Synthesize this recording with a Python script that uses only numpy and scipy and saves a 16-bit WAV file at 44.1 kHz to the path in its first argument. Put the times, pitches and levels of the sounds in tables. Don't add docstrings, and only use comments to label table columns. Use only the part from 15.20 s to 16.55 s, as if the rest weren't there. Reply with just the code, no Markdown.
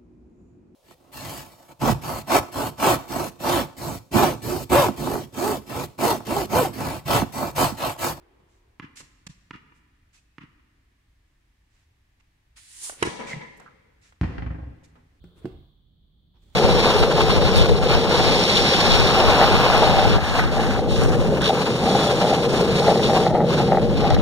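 import sys
import numpy as np
from scipy import signal
from scipy.fft import rfft, irfft, next_fast_len
from scipy.io import wavfile
from scipy.ndimage import uniform_filter1d, map_coordinates

SR = 44100
rng = np.random.default_rng(int(sys.argv[2]) if len(sys.argv) > 2 else 0)


def waveform_to_disk(signal):
    frames = np.transpose(np.atleast_2d(signal))
    scaled = np.clip(frames, -1, 1) * 32767
    samples = np.round(scaled).astype(np.int16)
    wavfile.write(sys.argv[1], SR, samples)


N = 59535

# t/s, knock gain/dB, knock low-pass f/Hz, slap level/dB
CONTACTS = [(0.0403, -38.5, 194, -45.5), (0.2458, -18, 157.5, -77), (0.2552, -23, 441, -36)]
# f/Hz, left-right likeness
LOW_LIKENESS = [(30, 0.99), (150, 0.83), (400, 0.33), (1500, 0.067)]


def amp(db):
    return 10 ** (np.asarray(db) / 20)


def unit_rms(x):
    return x / np.sqrt(np.mean(x ** 2) + 1e-20)


def since(start_s):
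    return np.maximum(np.arange(N) / SR - start_s, 0)


def curve(points, hz):
    f, value = np.transpose(points)
    return np.interp(np.log(hz + 1), np.log(f + 1), value)


def filtered(x, response):
    size = next_fast_len(N + SR // 2)
    return irfft(rfft(x, size) * response(np.fft.rfftfreq(size, 1 / SR)), size)[..., :N]


def pan(db):
    return amp([[db], [-db]])


def spectral_pan(x, balance):
    return filtered(x, lambda hz: amp(curve(balance, hz) * np.array([[.5], [-.5]])))


def noise(colour, likeness=((100, 0), (1000, 0))):
    def response(hz):
        angle = np.arccos(np.clip(curve(likeness, hz), -1, 1)) / 2
        return amp(curve(colour, hz)) * [np.cos(angle), np.sin(angle)]
    mid, side = filtered(rng.standard_normal((2, N)), response)
    return unit_rms(np.array([mid + side, mid - side]))


def swell(strokes):
    t = np.arange(N) / SR
    power = sum(amp(db) ** 2 * np.exp(-((t - peak_s) / np.where(t < peak_s, rise_s, fall_s)) ** 2)
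                for peak_s, db, rise_s, fall_s in strokes)
    return np.sqrt(power)


def friction(strokes, colour, grain_db=1.6, grains_per_s=600):
    grains = map_coordinates(rng.standard_normal(N), [np.arange(N) / SR * grains_per_s])
    rub = noise(colour, likeness=[(300, .8), (3000, 0.088)])
    return swell(strokes) * unit_rms(amp(grain_db * grains) * rub)


def ring(modes, start_s):
    t = since(start_s)
    return sum(amp(db - 60 * t / t60_s) * np.sin(2 * np.pi * hz * t) for hz, db, t60_s in modes)


def noise_floor(rumble_db=-60, hiss_db=-67.5):
    rumble_colour = [(20, -13.5), (35, 0), (50, 2), (70, -1.5), (110, -8.5), (155, -6.5), (220, -14.5),
                     (370, -23.5), (550, -33), (1000, -45.5), (2500, -52), (6000, -98)]
    hiss_colour = [(500, -11), (2000, -20.5), (2750, -17), (3050, -2), (3400, 6), (3900, -2), (4500, -5.5),
                   (5000, -21.5), (7000, -24.5), (10500, -24.5), (13000, -21), (15500, -15.5)]
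    rumble = amp(rumble_db) * noise(rumble_colour, LOW_LIKENESS) * pan(db=-1.6)
    return rumble + amp(hiss_db) * noise(hiss_colour)


def room_reverb(x, gain_db=-9.5, delay_s=0.0013, rise_s=0.0018):
    decay = [(60, 0.95), (150, 0.5), (350, 0.41), (1000, 0.74), (2200, 0.66), (5000, 0.41), (12000, 0.23)]  # f/Hz, t60/s
    colour = [(40, 2), (100, -2.5), (160, 1), (280, 3), (450, 3), (750, 0), (1300, -3.5), (3000, -4),
              (12000, 2.5)]
    likeness = [(100, 0.64), (280, 0.93), (500, 0.67), (1500, 0), (8000, 0)]  # f/Hz, left-right likeness
    hz, t, spectra = signal.stft(noise(colour, likeness), SR, nperseg=512)
    spectra *= amp(-60 * t / curve(decay, hz)[:, None])
    tail = signal.istft(spectra, SR, nperseg=512)[1][:, :N]
    onset = 1 - np.exp(-since(delay_s) / rise_s)
    impulse = unit_rms(tail * onset) / np.sqrt(N)
    return amp(gain_db) * signal.fftconvolve(x, impulse, axes=1)[:, :N]


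def table_presses():
    presses = [(.035, -52, 0.12, 0.039), (.38, -50, 0.14, 0.041), (1.31, -58, 0.058, 0.11)]
    colour = [(20, -28.5), (40, 1), (52, -10.5), (75, -3), (110, -10.5), (200, -31), (600, -73)]  # f/Hz, level/dB
    return swell(presses) * noise(colour, LOW_LIKENESS)


def cover_opening():
    thumb = [(1.157, -67, .01, .024), (1.35, -69, .06, .03)]
    thumb_colour = [(150, 3.5), (330, 18), (550, -3), (780, 9), (970, 10.5), (1300, 2), (2500, 0),
                    (4400, -1), (5200, -3), (6200, -7.5), (7500, -34), (16000, -52)]
    rustles = [(1.228, -65, .008, 0.018), (1.285, -65.5, 0.051, 0.034), (1.35, -60, 0.017, .03)]
    rustle_colour = [(200, 11.5), (400, 6.5), (900, -8.5), (2000, -5), (4200, -0.5), (5500, -6),
                     (8000, -3.5), (10500, -12.5), (16000, -15)]
    return (friction(thumb, thumb_colour) + friction(rustles, rustle_colour)) * pan(db=-2)


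def finger_slip():
    slides = [(.09, -67.5, 0.064, 0.15), (.19, -62, 0.025, 0.04)]
    slide_colour = [(150, 6.5), (430, 22.5), (700, 1), (1400, 9.5), (2500, -17), (4500, -20), (6000, -21),
                    (9200, -11.5), (11500, -19), (16000, -43)]
    swishes = [(.189, -63.5, 0.018, 0.011)]
    swish_colour = [(1000, -2), (3000, 1.5), (6000, -8), (9200, -3.5), (11500, -11), (16000, -15)]  # f/Hz, level/dB
    return friction(slides, slide_colour) + friction(swishes, swish_colour)


def air_puff():
    puffs = [(.245, -57, 0.023, 0.014)]
    colour = [(100, -23), (250, -8), (430, 6), (620, -4.5), (900, -11.5), (2000, -13.5), (5000, -27.5),
              (12000, -36)]
    return swell(puffs) * noise(colour, LOW_LIKENESS)


def cover_slaps(t60_s=0.033, rise_s=0.00043):
    colour = [(200, 13.5), (700, 2), (1700, -1.5), (2200, -6), (2700, -3.5), (4400, -8.5), (6500, -18.5),
              (9000, -16), (12000, -28.5), (16000, -21)]
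    balance = [(300, 2), (1000, -1.5), (2000, -4.5), (4000, -1.5), (8000, -2)]  # f/Hz, left minus right/dB
    bursts = sum(amp(db - 60 * since(start_s) / t60_s) * (1 - np.exp(-since(start_s) / rise_s))
                 for start_s, _, _, db in CONTACTS)
    return spectral_pan(bursts * noise(colour, likeness=[(500, 0.39), (4000, 0.067)]), balance)


def table_knocks(radiate_hz=226.5, flex_rise_s=0.0072):
    table_modes = [(148.9, -15, 0.31), (184.7, 1, 0.092), (303, 1, 0.05), (363, 0.5, 0.046),
                   (451, -12.5, 0.084), (532, -7.4, 0.028), (679, -9, 0.051), (769, -11, 0.064),
                   (1056, -5.5, 0.02), (1447, -5, 0.019), (1575, 5, 0.011)]
    book_modes = [(126, -48, .15), (177, -49.5, .3)]  # f/Hz, level/dB, t60/s
    balance = [(140, -2), (330, -4), (600, -4.5), (1200, -3), (1700, -7)]  # f/Hz, left minus right/dB
    top = np.zeros(N)
    for start_s, db, cutoff_hz, _ in CONTACTS:
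        top += amp(db) * signal.lfilter(*signal.butter(2, cutoff_hz, fs=SR), ring(table_modes, start_s))
    radiated = signal.lfilter(*signal.butter(2, radiate_hz, "high", fs=SR), top)
    touch_s = CONTACTS[0][0]
    flex = ring(book_modes, touch_s) * (1 - np.exp(-since(touch_s) / flex_rise_s))
    return spectral_pan(radiated + flex, balance)


def scene():
    wood, slaps = table_knocks(), cover_slaps()
    paper = cover_opening() + finger_slip() + air_puff()
    direct = wood + slaps + paper + table_presses() + noise_floor()
    return direct + room_reverb(wood + paper + amp(db=7) * slaps)


def record(dry):
    threshold_db, depth_db, slope_db_per_db = -67, 9, 0.49
    window_s, smooth_s = 0.069, 0.017
    split_hz, top_hz = 2230, 15800
    mids = filtered(dry.mean(0), lambda hz: (hz > 500) & (hz < split_hz))
    power = np.abs(uniform_filter1d(mids ** 2, int(window_s * SR) + 1))
    level_db = 10 * np.log10(power + 1e-14)
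    cut_db = np.clip(slope_db_per_db * (threshold_db - level_db), 0, depth_db)
    pole = np.exp(-1 / (smooth_s * SR))
    cut_db = signal.lfilter([1 - pole], [1, -pole], cut_db, zi=[pole * cut_db[0]])[0]
    treble = filtered(dry, lambda hz: 1 - 1 / (1 + (hz / split_hz) ** 4))
    return filtered(dry + (amp(-cut_db) - 1) * treble, lambda hz: hz < top_hz)


dry = scene()
out = record(dry)
waveform_to_disk(out)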